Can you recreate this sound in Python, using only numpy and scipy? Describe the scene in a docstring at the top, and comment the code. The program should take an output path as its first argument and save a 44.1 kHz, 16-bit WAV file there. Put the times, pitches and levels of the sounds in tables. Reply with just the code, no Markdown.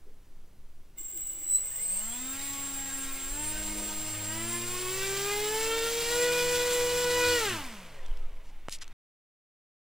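"""On a desk indoors, a small brushless motor spins the propeller of a model airboat.
The blades hum and buzz (sines at multiples of the blade rate) and rush (noise that throbs with them),
louder as the throttle steps up; the speed controller whistles at its switching rate, with side tones
that spread as the shaft speeds up. Soft puffs and low servo rumbles come early and during the run.
The motor coasts down; clicks and short scrapes come near the end, then the sound is cut off."""
import sys
import numpy as np
from scipy import signal
from scipy.fft import rfft, irfft
from scipy.io import wavfile

SR = 44100
rng = np.random.default_rng(int(sys.argv[2]) if len(sys.argv) > 2 else 0)


def inscribe(sig):
    """Save sig as 16-bit PCM at rate SR to the path in sys.argv[1].

    A 1-D sig is mono; a 2-D sig holds one channel per row.
    Samples are clipped to [-1, 1] before scaling.
    """
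    pcm = np.round(np.clip(np.atleast_2d(sig).T, -1, 1) * 32767)
    wavfile.write(sys.argv[1], SR, pcm.astype(np.int16))


N = 434826

TIME = np.arange(N) / SR
FREQS = np.fft.rfftfreq(N, 1 / SR)
EDGE_HZ = 15800  # top of the band
BLADES = 3
FULL_SPEED = 160  # turns per s near full throttle

# throttle steps: start_s, settled_speed [turns per s], lag_s
THROTTLE_STEPS = [(1.019, 32.9, 0.123), (1.52, 42.9, 0.045), (1.674, 88.0, 0.177), (1.93, 96.7, 0.128),
                  (2.38, 90.0, 0.165), (3.261, 103.4, 0.056), (4.251, 116.7, 0.08), (4.608, 123.4, 0.07),
                  (4.833, 131.6, 0.084), (5.122, 146.0, 0.157), (5.454, 152.9, 0.07), (5.805, 155.8, 0.035),
                  (6.043, 163.1, 0.05)]
CLOSE_S, CLOSING_S = 7.314, 0.197  # the throttle starts to close, and how long that takes
AIR_DRAG, FRICTION = 0.0138, 1.05  # slowing of the free shaft: share lost per turn, share lost per s
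WANDER = 0.001  # rms share by which the shaft speed wanders


def shaft():
    """Turns per s: the shaft lags behind each throttle step, then coasts against air drag and friction."""
    driven, before = np.zeros(N), 0
    for start_s, settled, lag_s in THROTTLE_STEPS:
        u = np.maximum(TIME - start_s, 0) / lag_s
        driven += (settled - before) * (1 - (1 + u) * np.exp(-u))
        before = settled
    free_s = np.cumsum(np.clip((TIME - CLOSE_S) / CLOSING_S, 0, 1)) / SR
    left = np.exp(-FRICTION * free_s)
    coasting = driven * left / (1 + AIR_DRAG * driven / FRICTION * (1 - left))
    return (1 + WANDER * drift(3.037)) * coasting


# blade hum before its echo: blade_rate [passes per s], level_db
HUM_LEVEL = [(30, -100), (110, -77), (165, -59.5), (235, -51.5), (280, -49), (350, -42.5), (385, -38),
             (460, -34.5), (490, -30.5)]
# how the room carries the octave of the hum: pitch_hz, gain_db
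OCTAVE_CARRY = [(550, -1.5), (640, 3.5), (690, 0.5), (750, -10.5), (810, 4.5), (880, 7), (930, -6),
                (975, 1.5)]
# balance of the blade overtones: pitch_hz, relative_db
BUZZ_BALANCE = [(300, 2), (540, 12.5), (700, 3.5), (850, 0.5), (930, 6), (980, 8.5), (1150, -0.5),
                (1550, 2.5), (1750, -1), (2000, 1), (3000, -1), (4000, -5), (5500, -11.5), (8000, -19)]
# the buzz, and more mildly the octave, flares and sinks: middle_s, half_length_s, gain_db
BUZZ_FLARES = [(3.58, .05, 3.5), (4.02, 0.035, -2), (4.3, 0.24, 1.5), (5.03, .04, 6), (5.32, 0.027, 3.5),
               (5.76, 0.075, 3.5), (6.13, 0.013, 5), (6.37, .03, -0.5), (6.6, 0.052, 3), (6.87, 0.24, -3.5),
               (7.27, 0.15, 6), (7.53, .07, 6), (8.3, 0.37, 11)]
ECHO_S, ECHO_SHARE = 0.0269, 0.19  # a wall echo makes the hum swell and sink as its pitch climbs
# dB at full speed before carry and flares, dB gained each time the speed doubles
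BUZZ_DB, BUZZ_DB_PER_DOUBLING = -37, 15
OCTAVE_DB, OCTAVE_DB_PER_DOUBLING = -44, 23.5


def blades(speed, turns, jitter=0.015, octave_share=0.7):
    """Each blade slaps the air past the pylon; turbulence shifts the slaps and smears the high overtones."""
    passes = BLADES * turns + jitter * drift(62)
    rate = BLADES * speed

    hum = tone(passes, waver_db=1.5, waver_hz=4) * colour(HUM_LEVEL, rate)
    hum += ECHO_SHARE * np.interp(TIME - ECHO_S, TIME, hum)

    octave = tone(2 * passes, waver_db=2.0, waver_hz=18) * colour(OCTAVE_CARRY, 2 * rate)
    octave *= by_speed(speed, OCTAVE_DB, OCTAVE_DB_PER_DOUBLING)

    buzz, power = np.zeros(N), np.zeros(N)
    for k in range(3, 19):
        weight = colour(BUZZ_BALANCE, k * rate) / (1 + (k / 13) ** 6)
        buzz += weight * tone(k * passes, waver_db=3.0, waver_hz=9.5)
        power += weight ** 2
    flare = swells(BUZZ_FLARES, TIME)
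    buzz *= by_speed(speed, BUZZ_DB, BUZZ_DB_PER_DOUBLING) * flare / np.sqrt(power)
    return hum + octave * flare ** octave_share + room(buzz, wet_db=-5)


# colour of the blade turbulence: pitch_hz, density_db [dB per Hz, relative]
RUSH_COLOUR = [(60, 5), (200, 1), (420, -22), (700, -10), (1200, -3.5), (2200, 3), (3000, 4.5), (4500, 5.5),
               (6500, 3), (8200, 3), (10000, -1.5), (13000, -5), (15800, -6)]
# level of the rush as the boat swings and slides: time_s, gain_db
RUSH_RIDE = [(4.7, 0.5), (5.15, 3), (5.35, 0.5), (6.3, 1), (7.2, 1.5), (7.45, 3), (8, -5)]
RUSH_DB, RUSH_DB_PER_DOUBLING = -43, 13.5  # dB at full speed before the ride, dB per doubling of speed


def air(speed, turns, throb=0.5, lopsided=0.13, gusty_db=1.27):
    """Turbulence off the blades swells with every pass and every turn."""
    rush = noise(RUSH_COLOUR, (4400, 6100))
    pass_throb = throb * np.cos(2 * np.pi * BLADES * turns)
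    turn_throb = lopsided * np.cos(2 * np.pi * turns)
    ride_db = np.interp(TIME, *np.transpose(RUSH_RIDE)) + gusty_db * drift(25)
    rush *= evened(1 + pass_throb + turn_throb) * gain_of(ride_db)
    rush *= by_speed(speed, RUSH_DB, RUSH_DB_PER_DOUBLING)
    return room(rush, wet_db=-6)


SWITCH_HZ, OVERTONE_HZ, HOUSING_HZ = 7529, 15058, 11158
# whistle and the tones that follow it: rest_pitch_hz, shift [shaft rates, rounded in use], relative_db
WHISTLE_TONES = [(SWITCH_HZ, 0, 0), (OVERTONE_HZ, 0, -13), (HOUSING_HZ, 0, -20), (SWITCH_HZ, -1.5, -23),
                 (SWITCH_HZ, -13.5, -18), (SWITCH_HZ, -44.5, -20), (HOUSING_HZ, 14, -16.5),
                 (HOUSING_HZ, 8, -23)]
# switching whistle before its flutter: speed [turns per s], level_db
WHISTLE_LEVEL = [(0, -58.5), (40, -47.5), (75, -41), (105, -42.5), (163, -44.5)]
# upper, then lower side tone before the lifts below: rest_db, full_speed_db
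SIDE_TONE_LEVELS = [(-44.5, -53), (-47.5, -57)]
# speeds at which the shaft runs critical and the side tones swell: # speed [turns per s], half_width [turns per
# s], upper_lift_db, lower_lift_db
CRITICAL_SPEEDS = [(19, 3.8, 5.5, -7), (31.38, 2.9, 15, 24), (59.4, 10.4, 11, 15.5), (105, 9, 4, 6),
                   (127, 15, 1, 4)]
# sizzle of the switched windings: pitch_hz, density_db [dB per Hz, relative]
SIZZLE_COLOUR = [(200, -47), (6500, -31.5), (7100, -23.5), (7350, -13.5), (7530, -5.5), (7950, -12),
                 (8150, -8), (8700, -29), (10600, -43.5), (11150, -17.5), (11700, -33), (14300, -46),
                 (15050, -3), (15800, -29)]
# level of the sizzle before its waver: time_s, level_db
SIZZLE_RIDE = [(.96, -86), (.98, -43), (1.03, -50), (1.2, -45), (1.4, -45.5), (1.9, -42.5), (2.3, -48),
               (4.6, -50), (5.6, -47), (7.4, -58), (7.6, -75.5)]
# resonances of the motor mount: pitch_hz, width_hz, relative_db
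MOUNT_MODES = [(551, 24.9, -2), (1570, 53.5, -10), (2107, 40, -0.5), (2320, 21, -8), (2934, 160, -6.5),
               (3530, 110, -7.5), (5750, 120, -13.5)]
SIDE_ORDERS = (14, 11)  # upper and lower side tone: rise in shaft rates
POWER_ON_S, POWER_OFF_S, POWER_FADE_S = 0.98, 7.58, 0.22  # the controller drives the windings
FLUTTER_DB = 2.5  # the whistle flutters in the blade wash: rms depth at full speed


def controller(speed, turns, half_db=-20, mount_db=-16):
    """Switched current makes the windings whistle and rings the mount; commutation splits off side tones."""
    clock = 0.017 * drift(40)
    effort = speed / FULL_SPEED
    rise = np.clip((TIME - POWER_ON_S) / 0.005, 0, 1)
    powered = rise * np.clip((POWER_OFF_S - TIME) / POWER_FADE_S, 0, 1)

    whistle = np.zeros(N)
    for hz, shift, db in WHISTLE_TONES:
        phase = hz * TIME + round(shift) * turns + clock
        whistle += gain_of(db) * tone(phase, waver_db=1.5, waver_hz=20)
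    whistle *= powered * gain_of(np.interp(speed, *np.transpose(WHISTLE_LEVEL)))

    sides, ringing = np.zeros(N), []
    for i, (rest_db, full_db) in enumerate(SIDE_TONE_LEVELS):
        gain = powered * gain_of(rest_db + (full_db - rest_db) * effort)
        gain *= swells(CRITICAL_SPEEDS, speed, column=i + 2)
        phase = SWITCH_HZ * TIME + SIDE_ORDERS[i] * turns + clock
        sides += gain * tone(phase, waver_db=2.0, waver_hz=25)
        ringing.append(gain)

    # a loud upper side tone brings a tone about an octave lower
    upper = ringing[0]
    half_gain = gain_of(half_db) * upper * upper / upper.max()
    sides += half_gain * tone(SWITCH_HZ / 2 * TIME + 9 * turns, waver_db=0.5, waver_hz=29.9)

    sizzle = noise(SIZZLE_COLOUR, (20, EDGE_HZ)) * gain_of(2 * drift(30))
    modes = np.zeros(len(FREQS))
    for hz, width_hz, db in MOUNT_MODES:
        modes += gain_of(db) ** 2 / (1 + (2 * (FREQS - hz) / width_hz) ** 2) ** 2
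    mount = evened(irfft(rfft(rng.standard_normal(N)) * np.sqrt(modes), N))
    current = (sizzle + gain_of(mount_db) * mount) * level(SIZZLE_RIDE)

    flutter = gain_of(FLUTTER_DB * effort ** 2 * drift(8))
    return (whistle + room(sides, wet_db=-3.5)) * flutter + current


# how readily the hull radiates the rotor's unbalance: pitch_hz, gain_db
HULL_RESPONSE = [(50, 6), (90, 7), (115, 12), (140, -2), (152, -15.5), (164, -4), (185, 1), (228, 10.5),
                 (260, -9), (326, 1), (420, -4.5), (650, -5.5), (1000, -9.5), (2300, -15.5)]
# the hull rocks every second turn: time_s, level_db
ROCKING_LEVEL = [(5.5, -60), (6.3, -59), (6.8, -54), (7.3, -46), (7.7, -66)]
# magnetic ripple of the motor: time_s, level_db at 42 pulls a turn, level_db at 84
COGGING_LEVELS = [(1.7, -69, -87), (1.8, -57, -76), (2.3, -58.5, -78), (2.6, -61, -76), (3.2, -62, -76),
                  (3.5, -64, -81.5), (7.5, -67, -84.5), (7.9, -63, -79), (8.1, -72, -67), (8.6, -72, -85)]
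# dry whir of the bearings in the motor mount: pitch_hz, density_db [dB per Hz, relative]
WHIR_COLOUR = [(110, -7), (400, 2.5), (560, 3.5), (800, 3), (1150, 3.5), (1750, 1.5), (2120, 5), (2420, 3),
               (2950, 2.5), (3550, -2), (4700, -9.5), (5800, -12.5), (7000, -13.5), (15000, -29)]
# level of the whir before it throbs with the turns: time_s, level_db
WHIR_RIDE = [(.96, -69), (1, -69), (1.5, -60), (2.2, -55), (7.5, -45), (7.9, -54), (8.3, -63.5),
             (8.7, -64.5), (8.93, -60.5)]
SHAKE_DB, SHAKE_DB_PER_DOUBLING = -50, 20.5  # dB at full speed before the hull, dB per doubling of speed


def rotor(speed, turns, flutter=0.215):
    """Unbalance shakes the hull at shaft orders; the magnets add thin notes, the bearings a whir."""
    shake = np.zeros(N)
    for k in range(1, 16):
        if k % BLADES:  # multiples of the blade rate belong to the blades
            shake += colour(HULL_RESPONSE, k * speed) * tone(k * turns, waver_db=3.5, waver_hz=1.5)
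    shake *= by_speed(speed, SHAKE_DB, SHAKE_DB_PER_DOUBLING)

    rock = tone(turns / 2, waver_db=3, waver_hz=16.0) * level(ROCKING_LEVEL)

    pulls = 42 * turns + flutter * drift(35)  # the shaft turns unevenly, which roughens these notes
    cogging = np.zeros(N)
    for k in (1, 2):
        cogging += tone(k * pulls, waver_db=5.5, waver_hz=39.45) * level(COGGING_LEVELS, column=k)

    whir = noise(WHIR_COLOUR, (20, EDGE_HZ)) * level(WHIR_RIDE)
    whir *= 1 + 0.18 * np.cos(2 * np.pi * turns)
    return shake + rock + cogging + whir


# sharp contacts: start_s, peak_db, decay_s, lowest_hz, highest_hz
CONTACTS = [(8.062, -42.5, 0.0025, 3020, 8000), (8.172, -42, .003, 1990, 6050),
            (8.6849, -20.5, 0.0015, 60.4, 3650), (8.695, -32, 0.0025, 2000, 9000),
            (8.725, -26, 0.0029, 3470, 9000), (8.786, -45, .002, 4000, 7000),
            (8.843, -38, .001, 2450, 7000), (8.879, -38, 0.0012, 1500, 6750)]
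# puffs, servo rumbles and rubs: middle_s, level_db, length_s, centre_hz, width_octaves
SOFT_SOUNDS = [(0.09, -60.5, 0.13, 433, 0.2), (1.008, -59, 0.15, 334, 0.16), (1.162, -57, 0.14, 324, 0.2),
               (1.407, -61.5, 0.43, 328, 0.15), (3.33, -41, 0.29, 31.96, 0.34),
               (3.722, -44, 0.88, 31.14, 0.58), (3.818, -49.5, 0.32, 460, 0.59),
               (8.293, -89, .14, 6000, 1.42), (8.477, -66.5, 0.13, 5020, 1),
               (8.736, -41.5, 0.091, 4880, 1.3), (8.824, -42, 0.038, 2830, 1.5)]


def incidental(grain_db=3, crackle=0.47):
    """Clicks are short pushes with a dying crackle; the rest are swells of grainy noise."""
    out, t = np.zeros(N), TIME[:2048]
    for start_s, db, decay_s, low_hz, high_hz in CONTACTS:
        push = crackle * rng.standard_normal(len(t)) - np.exp(-t * high_hz)
        push *= np.exp(-t / decay_s)
        band = signal.butter(2, [low_hz, high_hz], "bandpass", fs=SR, output="sos")
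        click = signal.sosfilt(band, push)
        add(out, start_s, gain_of(db) * click / abs(click).max())

    count = 32768
    t = (np.arange(count) - count / 2) / SR
    f = np.fft.rfftfreq(count, 1 / SR) + 1
    for middle_s, db, length_s, hz, octaves in SOFT_SOUNDS:
        grains = rng.standard_normal(count) * gain_of(grain_db * rng.standard_normal(count))
        band = 1 / (1 + (np.log2(f / hz) / octaves) ** 4)
        dulling = 1 / (1 + (f / 11500) ** 6)
        grainy = evened(irfft(rfft(grains) * band * dulling))
        swell = np.cos(np.pi * t / length_s) ** 2
        audible = abs(t) < length_s / 2
        add(out, max(middle_s - length_s / 2, 0), (gain_of(db) * grainy * swell)[audible])
    return out


# colour of the room hiss: pitch_hz, density_db [dB per Hz, relative]
HISS_COLOUR = [(35, -30.5), (60, 1.5), (91, -11.5), (115, -12), (359, -18), (385, -20.5), (413, -16),
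               (443, -22), (1420, -29.5), (15500, -39.5)]
# colour of the draught rumble: pitch_hz, density_db [dB per Hz, relative]
DRAUGHT_COLOUR = [(5, -4.5), (12, 5), (22, -10), (35, -16.5), (55, -37.5), (100, -41), (300, -80.5)]
# steady draught with one gust during the coast-down: time_s, level_db [from 20 to 60 Hz]
DRAUGHT_RIDE = [(0, -58.5), (7.98, -57), (8.11, -34), (8.35, -48.5), (8.9, -56.5)]
HISS_DB = -64.5  # from 100 to 15500 Hz


def background():
    """Room hiss, and slow draughts on the microphone, both as coloured noise."""
    hiss = noise(HISS_COLOUR, (100, 15500))
    draught = noise(DRAUGHT_COLOUR, (20, 60))
    return gain_of(HISS_DB) * hiss + draught * gain_of(np.interp(TIME, *np.transpose(DRAUGHT_RIDE)))


def room(x, wet_db, t60=0.3):
    """Sparse echoes from the desk, window and walls, at unchanged power."""
    t = TIME[:SR // 2]
    sparse = (rng.random(len(t)) < 0.06) * (t > 0.002)
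    taps = rng.standard_normal(len(t)) * sparse * np.exp(-np.log(1000) * t / t60)
    wet = signal.oaconvolve(x, taps / np.linalg.norm(taps))[:N]
    return (x + gain_of(wet_db) * wet) / np.sqrt(1 + gain_of(wet_db) ** 2)


def gain_of(db):
    """Decibels to gain."""
    return 10 ** (np.asarray(db) / 20)


def evened(x):
    """Scales to rms 1."""
    return x / np.sqrt(np.mean(x ** 2) + 1e-20)


def level(rows, column=1):
    """Gain over time from a dB curve, all but silent outside it."""
    rows = np.array(rows)
    return gain_of(np.interp(TIME, rows[:, 0], rows[:, column], left=-140, right=-140))


def colour(points, hz):
    """Gain at the given frequencies, from a dB curve on a log frequency axis."""
    f, db = np.transpose(points)
    return gain_of(np.interp(np.log(hz + 1), np.log(f + 1), db))


def by_speed(speed, db, db_per_doubling):
    """Gain that grows as a power of the shaft speed."""
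    return gain_of(db + db_per_doubling * np.log2(speed / FULL_SPEED + 1e-6))


def swells(rows, along, column=2):
    """Gain from rounded bumps in dB, each with a middle and a half width."""
    return gain_of(sum(row[column] * np.exp(-abs((along - row[0]) / row[1]) ** 3) for row in rows))


def noise(points, band):
    """Coloured noise with rms 1 inside the band."""
    z = rfft(rng.standard_normal(N)) * colour(points, FREQS)
    inside = (FREQS > band[0]) * (FREQS < band[1])
    return irfft(z, N) / np.std(irfft(z * inside, N))


def drift(rate_hz):
    """Slow chance of rms about 1, up to about the given rate."""
    count = 8192
    f = np.fft.rfftfreq(count, TIME[-1] / count)
    slow = irfft(rfft(rng.standard_normal(count)) / (1 + (f / rate_hz) ** 2))
    return np.interp(TIME, np.linspace(0, TIME[-1], count), evened(slow))


def tone(turns, waver_db, waver_hz):
    """A sine of rms about 1 whose level wavers, one cycle per turn."""
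    sine = np.sin(2 * np.pi * (turns + rng.random()))
    return np.sqrt(2) * sine * gain_of(waver_db * drift(waver_hz))


def add(mix, s, sound):
    """Mixes a sound in at a time."""
    part = mix[round(s * SR):][:len(sound)]
    part += sound[:len(part)]


# how far the left channel trails the right: pitch_hz, lag [microseconds]
CHANNEL_LAG = [(150, 2.4), (700, 3.7), (1500, 5), (3000, 12), (7500, 23), (15000, 22.6)]
# echoes of the rush that differ between the channels: pitch_hz, gain_db
ECHO_WIDTH = [(200, -61), (1000, -43), (2500, -28.5), (6000, -8.5), (15000, -20)]


def scene():
    """All sources reach the left channel a moment after the right; echoes of the rush widen them a little."""
    speed = shaft()
    turns = np.cumsum(speed) / SR
    wind = air(speed, turns)
    mid = blades(speed, turns) + wind + controller(speed, turns) + rotor(speed, turns)
    mid += incidental() + background()

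    # half the lag as a phase: the side signal delays the left and advances the right
    half_lag = np.pi * FREQS * np.interp(FREQS, *np.transpose(CHANNEL_LAG)) / 1e6
    direct = rfft(mid) * -1j * np.tan(np.minimum(half_lag, 1.2))
    diffuse = rfft(room(wind, wet_db=21)) * colour(ECHO_WIDTH, FREQS)
    side = irfft(direct + diffuse, N)
    return np.array([mid + side, mid - side])


CUT_S = 8.93


def record(dry):
    """The sound is cut off with a very short fade; then a lowpass limits the band."""
    edge = signal.firwin(511, EDGE_HZ, window=("kaiser", 9), fs=SR)
    fade = np.clip((CUT_S - TIME) / 0.003, 0, 1)
    return signal.oaconvolve(dry * fade, edge[None], "same", axes=1)


dry = scene()
out = record(dry)
inscribe(out)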